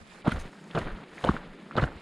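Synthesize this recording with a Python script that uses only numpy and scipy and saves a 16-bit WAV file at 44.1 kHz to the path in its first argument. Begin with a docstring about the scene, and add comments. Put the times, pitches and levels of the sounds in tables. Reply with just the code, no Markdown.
"""Four steps on a dirt trail in a quiet forest, heard by a small camera carried on the walker.
The stereo picture starts wide over cloth rustle and a low shudder, then narrows to nearly mono.
Each footfall in turn crunches grit as grains of noise, with damped swings for thuds and snapping stones
and twigs, and low noise for the shudder; a small hard part of the gear clinks and buzzes faintly.
The picture opens again at the end."""
import sys
import numpy as np
from scipy import signal
from scipy.io import wavfile
from scipy.ndimage import uniform_filter1d

SR = 44100
rng = np.random.default_rng(int(sys.argv[2]) if len(sys.argv) > 2 else 0)


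def ratio(d):
    """dB to gain"""
    e = np.asarray(d, float) / 20
    return 10 ** e


def bounce(signal):
    """Save signal as a 16-bit WAV file at the path given by the first command-line argument."""
    frames = np.transpose(np.atleast_2d(signal))
    limited = np.clip(frames, -1, 1)
    pcm = np.round(limited * 32767).astype(np.int16)
    wavfile.write(sys.argv[1], SR, pcm)


N = 88729  # samples, about 2 s

# Modes of the small hard part of the gear. Each row: pitch in Hz, level in dB, t60 in seconds.
CLINK_MODES = [(6440, -7.5, 0.011), (7700, -22, 0.0045), (9400, -9, 0.011), (10380, -18.5, .01),
               (13300, -31, 0.005)]


def evened(x):
    """Scales a sound to an rms of 1."""
    return x / np.sqrt(np.mean(x ** 2) + 1e-20)


def read(points, hz):
    """Reads a curve of (Hz, value) points along a logarithmic frequency axis."""
    f, value = np.transpose(points)
    return np.interp(np.log(hz + 1), np.log(f + 1), value)


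def along(table, order, off_db=None):
    """Column of a time curve at every sample; off_db holds outside the curve, else its end values."""
    rows = np.array(table)
    return np.interp(np.arange(N) / SR, rows[:, 0], rows[:, order], off_db, off_db)


def add(mix, s, sound):
    """Adds a sound to the mix in place, starting at s seconds and cut off at the end."""
    part = mix[round(s * SR):][:len(sound)]
    part += sound[:len(part)]


def colour(x, tone):
    """Causal minimum-phase filter with the given spectrum; the result has an rms of 1."""
    hz = abs(np.fft.fftfreq(16384, 1 / SR))
    # 18 dB per octave fall from two octaves under the first point
    octaves_below = np.log2(np.maximum(tone[0][0] / (hz + 1), 4) / 4)
    gain_db = np.maximum(read(tone, hz) - 18 * octaves_below, -100)
    log_gain = np.log(ratio(gain_db))
    # the Hilbert transform of the log gain gives the minimum phase
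    spectrum = np.exp(log_gain - 1j * signal.hilbert(log_gain).imag)
    taps = np.fft.ifft(spectrum).real[:8192]
    fade = np.hanning(16384)[8192:]
    return evened(signal.oaconvolve(x, taps * fade)[:N])


def grains(per_s, spread_db, bed=.4):
    """Random clicks of random sign, a few of them large, on a bed of noise."""
    size_db = spread_db * np.minimum(rng.exponential(1, N), 5)
    size = ratio(size_db) * rng.choice([-1., 1.], N)
    clicks = size * (rng.random(N) < per_s / SR)
    return evened(clicks) + bed * rng.standard_normal(N)


def ring(db, hz, t60, rise_cycles, wobble):
    """A short damped swing that starts downwards; wobble makes its pitch uneven."""
    t = np.arange(9000) / SR
    uneven = evened(uniform_filter1d(rng.standard_normal(9000), 7))
    rise = 1 - np.exp(-(t * hz / rise_cycles) ** 2)
    shape = rise * ratio(-60 * t / max(t60, .003))
    warped_time = np.cumsum(1 + wobble * uneven) / SR
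    return -ratio(db) * shape / shape.max() * np.sin(2 * np.pi * hz * warped_time)


def crunch():
    """Grains of grit crushed under the sole, dull and bright, follow the pressure of each step."""
    # One table per step. Each row: time in seconds, level in dB, upper mids minus level in dB.
    steps = [
        [(0.235, -95, -13), (0.247, -42, -20), (0.253, -41, -7), (0.263, -31.5, -19), (0.281, -26, -15.5),
         (0.305, -43.5, -1.5), (0.323, -36.5, 0), (0.335, -44, -22), (0.357, -43.5, -18), (0.363, -34.5, -9.5),
         (0.382, -41.5, -10), (0.395, -53, -23), (0.439, -45.5, -9), (0.475, -48, -7.5), (0.5, -55, -10)],
        [(0.746, -60, -24), (0.75, -29.5, -13), (0.766, -32.5, -13), (0.771, -50, -7), (0.776, -22.5, -17),
         (0.792, -31.5, -16), (0.81, -47, -6), (0.82, -36, -12), (0.844, -54, -21), (0.856, -41, -18),
         (0.876, -33, -21), (0.896, -63, -3), (1.028, -48, -17), (1.04, -49, -3)],
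        [(1.234, -58, -7), (1.241, -28.5, -8), (1.25, -29.5, -22), (1.256, -31, -21), (1.278, -35.5, -7),
         (1.294, -20.5, -23.5), (1.304, -48.5, 1), (1.332, -54, -5), (1.342, -35.5, -9), (1.352, -40.5, -16),
         (1.368, -37, -9.5), (1.384, -46.5, -15), (1.5, -52, -21)],
        [(1.748, -72, -11), (1.754, -72, -23), (1.764, -34.5, -16), (1.782, -18, -22.5), (1.796, -32, -24),
         (1.816, -52, 6.5), (1.824, -28, -14.5), (1.844, -27.5, -19), (1.854, -40.5, -36), (1.958, -54.5, -4),
         (2.0, -55, -30)],
    ]
    # Spectra of the dull and the bright grit. Each row: frequency in Hz, relative density in dB per Hz.
    dull_tone = [(71, -21), (120, 1), (201, -1.5), (476, -3), (668, -6.5), (777, -7), (1160, -11),
                 (1420, -9.5), (2400, -42), (3120, -86), (5280, -120)]
    bright_tone = [(1180, -7), (2000, 3.5), (2410, -2.5), (2920, -1), (4040, -6), (6000, -27.5),
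                   (7800, -27.5), (13200, -120)]
    level = sum(ratio(along(step, order=1, off_db=-120)) for step in steps)
    upper = sum(ratio(along(step, order=1, off_db=-120) + along(step, order=2)) for step in steps)
    dull = colour(grains(per_s=1200, spread_db=2.2), dull_tone)
    bright = colour(grains(per_s=1100, spread_db=2.4), bright_tone)
    return level * dull + upper * bright


def snaps():
    """Single stones and twigs snapping: short damped swings of uneven pitch."""
    # The dull ones first, then the bright ticks.
    # Each row: start in seconds, envelope peak in dB, pitch in Hz, t60 in seconds (3 ms at least).
    snap_rows = [(0.246, -38, 770, 0.011), (0.264, -21, 644, 0.0071), (0.259, -37, 630, 0.0081),
                 (0.271, -19, 1090, 0.0068), (0.276, -21.5, 1114, 0.013), (0.294, -28.5, 1200, 0.014),
                 (0.318, -32.5, 2000, 0.007), (0.3197, -23, 1448, 0.029), (0.749, -25, 1300, 0.011),
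                 (0.764, -19.5, 624, 0.009), (0.7741, -19, 1100, 0.0054), (0.766, -29, 1380, 0.0076),
                 (0.777, -25.5, 1470, 0.011), (0.7775, -23.5, 680, 0.03), (0.764, -27, 410, 0.032),
                 (0.78, -24.5, 1250, 0.011), (0.788, -28, 620, 0.015), (0.985, -40, 1270, 0.014),
                 (1.1811, -31.5, 1770, 0.0047), (1.241, -19, 910, 0.0055), (1.2469, -20, 576, 0.015),
                 (1.269, -24, 680, 0.016), (1.274, -27, 930, 0.044), (1.289, -10.5, 1123, 0.0093),
                 (1.3155, -28, 1150, 0.0083), (1.3654, -25.5, 1500, 0.0089), (1.7105, -28.5, 1320, 0.0056),
                 (1.725, -38, 1350, 0.017), (1.754, -25.5, 650, 0.0056), (1.773, -27, 710, 0.0081),
                 (1.782, -16, 1293, 0.029), (1.7805, -24.5, 544, 0.036), (1.8231, -24, 1214, 0.01),
                 (1.839, -22.5, 1565, 0.019), (0.815, -35, 1880, 0.018), (0.883, -34, 1450, 0.012),
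                 (1.308, -31, 1290, 0.011), (1.797, -23.5, 1390, 0.0078), (1.827, -28.5, 1700, 0.015),
                 (1.753, -38, 1500, 0.0087), (0.2754, -39, 3180, 0.033), (0.3077, -45, 3400, 0.012),
                 (0.3133, -40, 4370, 0.011), (0.3212, -38, 2950, 0.0089), (0.7103, -37, 2640, 0.004),
                 (0.712, -42.5, 3380, 0.018), (0.7493, -50, 2730, 0.01), (0.7534, -38, 3680, 0.018),
                 (0.766, -40, 2800, 0.01), (0.777, -33.5, 2570, 0.015), (0.7876, -46, 3200, 0.0082),
                 (0.872, -39.5, 2300, 0.016), (1.2416, -26, 3100, 0.0058), (1.2479, -31.5, 3470, 0.008),
                 (1.26, -37, 2260, 0.0067), (1.27, -36, 2880, 0.0086), (1.716, -37.5, 2220, 0.0023),
                 (1.877, -33, 1480, 0.015), (1.7665, -30, 4020, 0.01), (1.767, -40, 2480, 0.0054),
                 (1.774, -32, 3400, 0.012), (1.779, -32.5, 2820, 0.013), (1.782, -36, 2970, 0.011),
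                 (1.816, -38, 3830, 0.012), (1.8256, -39, 3880, 0.01), (1.838, -29.5, 2780, 0.0096)]
    out = np.zeros(N)
    for s, db, hz, t60 in snap_rows:
        add(out, s, ring(db, hz, t60, rise_cycles=1.1, wobble=.13))
    return out


def thuds():
    """Thuds of heel and sole reaching the camera: damped swings of steady pitch."""
    # Each row: start in seconds, envelope peak in dB, pitch in Hz, t60 in seconds.
    thud_rows = [(0.279, -8, 200, 0.011), (0.324, -21, 185, 0.0091), (0.453, -37.5, 163, 0.054),
                 (0.754, -28, 162, 0.15), (0.803, -33, 81.4, 0.079), (.819, -26, 150, 0.0097),
                 (0.831, -33.5, 26.4, 0.22), (0.916, -29, 30, 0.066), (1.244, -31, 252, 0.023),
                 (1.292, -8.5, 185, 0.016), (1.299, -23, 62.3, 0.044), (1.2931, -17.5, 337, 0.025),
                 (1.307, -33, 200, 0.018), (1.343, -24, 213, 0.014), (1.756, -23.5, 164, 0.0094),
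                 (1.777, -20, 296, 0.037), (1.786, -28.5, 108, 0.22), (1.827, -12.5, 98.6, 0.025),
                 (1.828, -24.5, 61, 0.11)]
    out = np.zeros(N)
    for s, db, hz, t60 in thud_rows:
        add(out, s, ring(db, hz, t60, rise_cycles=.55, wobble=0))
    return out


def shudder():
    """Low shudder of the camera on the body: noise in two bands; each footfall starts a new swell."""
    # One table per swell, the first from the very start.
    # Each row: time in seconds, level in dB, deepest part minus level in dB.
    swells = [
        [(0.0, -42, -1), (0.042, -66, -18), (0.062, -88, 8), (0.084, -66, -8), (0.118, -61, -12),
         (0.14, -69, -13), (0.168, -87, 17), (0.198, -73, -7), (0.215, -70, -11)],
        [(0.245, -42, -9), (0.277, -53, -13), (0.351, -37, -1), (0.395, -37.5, -2), (0.479, -61.5, 16),
         (0.495, -79, -9), (0.525, -89, 14), (0.669, -94, 0), (0.715, -72, -4)],
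        [(0.747, -42, -25), (0.819, -36.5, -22), (0.853, -56, 9), (0.949, -48, -3), (0.999, -70, -2.5),
         (1.031, -74, -3), (1.083, -86, 13), (1.109, -69, 0), (1.205, -70, -9)],
        [(1.237, -36, -23), (1.305, -41, -18), (1.317, -47, -8), (1.333, -46, 8), (1.451, -70, 7),
         (1.489, -55, 4), (1.519, -64, 8), (1.609, -83, -11), (1.72, -72, -15)],
        [(1.752, -45, -19), (1.794, -37, -29), (1.838, -31, -24), (1.92, -63, 17), (1.968, -46, -8),
         (2.01, -95, 11)],
    ]
    # Spectra of the low and the deepest band. Each row: frequency in Hz, relative density in dB per Hz.
    low_tone = [(30, 4), (50, 12), (75, 13), (105, 8.5), (150, -69.5)]
    deep_tone = [(8, -17), (20, 35.5), (40, 5), (60, -40.5)]
    starts = [rows[0][0] for rows in swells[1:]]
    step = np.searchsorted(starts, np.arange(N) / SR)
    low_db = np.choose(step, [along(rows, order=1) for rows in swells])
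    deep_db = np.choose(step, [along(rows, order=2) for rows in swells])
    low_level = uniform_filter1d(ratio(low_db), size=200)
    # this average looks back only, so the deepest part lags
    deep_level = uniform_filter1d(ratio(low_db + deep_db), size=600, origin=299)
    low = low_level * colour(rng.standard_normal(N), low_tone)
    deep = deep_level * colour(rng.standard_normal(N), deep_tone)
    return low + deep


def patchy():
    """Level that wavers within some 20 ms, as cloth folds rub and let go."""
    drift = uniform_filter1d(uniform_filter1d(rng.standard_normal(N), size=600), size=600)
    return ratio(1.5 * evened(drift))  # 1.5 dB rms


def rustle():
    """Clothing rustle over still air: a smooth low hush, with grainy, wavering mids and treble."""
    # Each row: time in seconds, then levels in dB of low hush, lower mids, upper mids and treble,
    # the last three ahead of the wavering.
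    levels = [(0.0, -55.5, -55.5, -65, -66), (0.05, -59, -61.5, -67, -69.5),
              (0.11, -56.5, -58.5, -59, -62.5), (0.19, -52.5, -55, -62, -61), (0.23, -54, -58, -60, -72),
              (0.28, -52, -49, -90, -61), (0.33, -42, -44.5, -52, -56.5), (0.38, -52, -52, -58, -66),
              (0.4, -49, -51, -52.5, -54), (0.44, -54, -58, -64, -63.5), (0.69, -50, -56, -62.5, -66),
              (0.78, -47, -50.5, -57, -61), (0.79, -65, -46, -43, -48), (0.8, -39, -44, -57, -61),
              (0.88, -44.5, -46, -54, -67.5), (1.07, -50, -56, -62.5, -69.5),
              (1.26, -48.5, -47.5, -53, -56), (1.35, -43.5, -45, -57, -62.5),
              (1.41, -52, -50.5, -58.5, -69.5), (1.56, -50, -57.5, -59.5, -72),
              (1.67, -49.5, -55, -63, -67), (1.76, -47.5, -51.5, -57, -70.5), (1.78, -33, -39, -49, -52.5),
              (1.8, -48, -33.5, -53, -63), (1.84, -39, -60, -48, -55.5), (1.86, -52, -43.5, -57.5, -64),
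              (1.92, -47, -52, -59.5, -70.5), (2.01, -55, -54, -59, -67)]
    # Spectra of the four bands. Each row: frequency in Hz, relative density in dB per Hz.
    hush_tone = [(65, -22.5), (113, -20), (135, -10), (156, 0), (210, 1), (249, -5.5), (330, -5),
                 (479, -10), (650, -16), (840, -114), (1430, -120)]
    mid_tone = [(320, -29), (550, 2.5), (1360, 1), (1650, 0.5), (1810, 1.5), (2300, -9.5), (2990, -26),
                (5060, -120)]
    upper_tone = [(1240, -28), (2100, 2), (2310, 2), (3450, -3.5), (3840, -5), (4950, -13), (5600, -57),
                  (7280, -47), (12300, -120)]
    treble_tone = [(3060, -2.5), (5200, 0), (5390, -2.5), (6090, -10.5), (6670, -3.5), (8660, -7.5),
                   (9610, -8), (10300, -9.5), (11000, -17), (11600, -25), (13700, -24), (15300, -34)]
    hush = ratio(along(levels, order=1)) * colour(rng.standard_normal(N), hush_tone)
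    mids = ratio(along(levels, order=2)) * colour(grains(800, 3.6, bed=1.0), mid_tone)
    upper = ratio(along(levels, order=3)) * colour(grains(1000, 2.7, bed=1.6), upper_tone)
    treble = ratio(along(levels, order=4)) * colour(grains(700, 2.5, bed=1.86), treble_tone)
    return hush + patchy() * mids + patchy() * upper + patchy() * treble


def clinks():
    """A small hard part of the gear clinking: each clink rings all its modes, unevenly loud."""
    # Each row: start in seconds, level in dB ahead of the mode's own level and a random spread.
    clink_rows = [(0.2767, -45), (0.2927, -45.5), (0.32, -43), (0.337, -47), (0.372, -54), (0.395, -52),
                  (0.399, -44.5), (0.408, -53), (0.6406, -53.5), (0.7527, -53), (0.7867, -41),
                  (0.8034, -55), (1.1867, -52), (1.2496, -39.5), (1.294, -46), (1.777, -49), (1.838, -46)]
    spread_db = 5
    out = np.zeros(N)
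    for s, db in clink_rows:
        for hz, mode_db, t60 in CLINK_MODES:
            peak_db = db + mode_db + spread_db * rng.standard_normal()
            add(out, s, ring(peak_db, hz, t60, rise_cycles=3.4, wobble=0.088))
    return out


def buzz():
    """The same part buzzing faintly as the cloth moves: grainy noise through two of its resonances."""
    # Each row: time in seconds, level in dB ahead of the level of each band.
    levels = [(0.0, -77), (0.25, -82), (0.33, -62), (0.385, -76), (0.396, -59), (0.42, -59.5), (0.435, -74),
              (0.56, -89), (0.81, -68), (1.05, -80.5), (1.28, -63.5), (1.4, -78.5), (1.73, -81),
              (1.84, -69), (1.89, -87), (2.01, -93)]
    # Level of each of the two bands in dB, lower band first.
    band_levels = [-3, -5]
    width_hz = 380
    r = np.exp(-np.pi * width_hz / SR)  # pole radius
    bands = np.zeros(N)
    for db, mode in zip(band_levels, CLINK_MODES[0:3:2]):  # first and third mode
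        poles = [1, -2 * r * np.cos(2 * np.pi * mode[0] / SR), r * r]
        bands += ratio(db) * evened(signal.lfilter([1], poles, grains(600, 3.1, bed=0.58)))
    return ratio(along(levels, order=1)) * bands


def stereo(mid):
    """Everything reaches both microphone ports alike; a phase-scrambled share differs between them."""
    # Stereo width. Each row: time in seconds, width in dB below the split, width in dB above it.
    openness = [(0, 10.5, 0), (.33, -4, -9), (.45, -12, -16), (.7, -24, -20), (.75, -25, -26),
                (.8, -25, -10), (.86, -24, -21), (1.0, -31, -18), (1.2, -34, -29), (1.25, -28, -17),
                (1.3, -38, -41), (1.5, -26, -15), (1.68, -25, -22), (1.77, -11, -13), (2.01, -2, -7)]
    # Scrambled share at 0 dB width. Each row: frequency in Hz, side minus mid in dB ahead of a doubling.
    apart_curve = [(60, -11), (100, -11), (130, -18), (220, -16.5), (310, -30), (550, -18), (950, -11.5),
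                   (1650, -8.5), (2860, -15), (4970, -1.5), (8640, 3.5), (15000, -21)]
    # Lean to the right at 0 dB width. Each row: frequency in Hz, share of the mid.
    lean_curve = [(300, 0), (700, 0.0051), (1400, 0.29), (2800, 0.083), (5000, 0)]
    split_hz, top_hz, top_apart_db = 3200, 11000, -5
    hz, t, z = signal.stft(mid, SR, nperseg=256, noverlap=192)
    s, low_db, high_db = np.transpose(openness)
    width_db = np.where(hz[:, None] < split_hz, np.interp(t, s, low_db), np.interp(t, s, high_db))
    width = ratio(width_db)
    # above top_hz the share stays the same throughout
    apart = np.where(hz[:, None] > top_hz, ratio(top_apart_db), ratio(read(apart_curve, hz))[:, None] * width)
    turn = np.exp(2j * np.pi * rng.random(z.shape[::-1]).T)
    lean = read(lean_curve, hz)[:, None] * width
    side = signal.istft(z * (2 * turn * apart - lean), SR, nperseg=256, noverlap=192)[1][:N]
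    return np.array([mid + side, mid - side])


def scene():
    """Sums footfalls, shudder, rustle and gear, then spreads them over the two ports."""
    footfalls = crunch() + snaps() + thuds()
    return stereo(footfalls + shudder() + rustle() + clinks() + buzz())


def roll_off(x):
    """The treble ends steeply here."""
    return signal.sosfilt(signal.butter(12, 15610, fs=SR, output="sos"), x)


def record(dry):
    """Soft band limit at the top of the treble."""
    edge = signal.firwin(numtaps=81, cutoff=15050, fs=SR)  # cutoff in Hz
    limited = signal.oaconvolve(dry, edge[None], "same")
    return roll_off(limited)


dry = scene()
out = record(dry)
bounce(out)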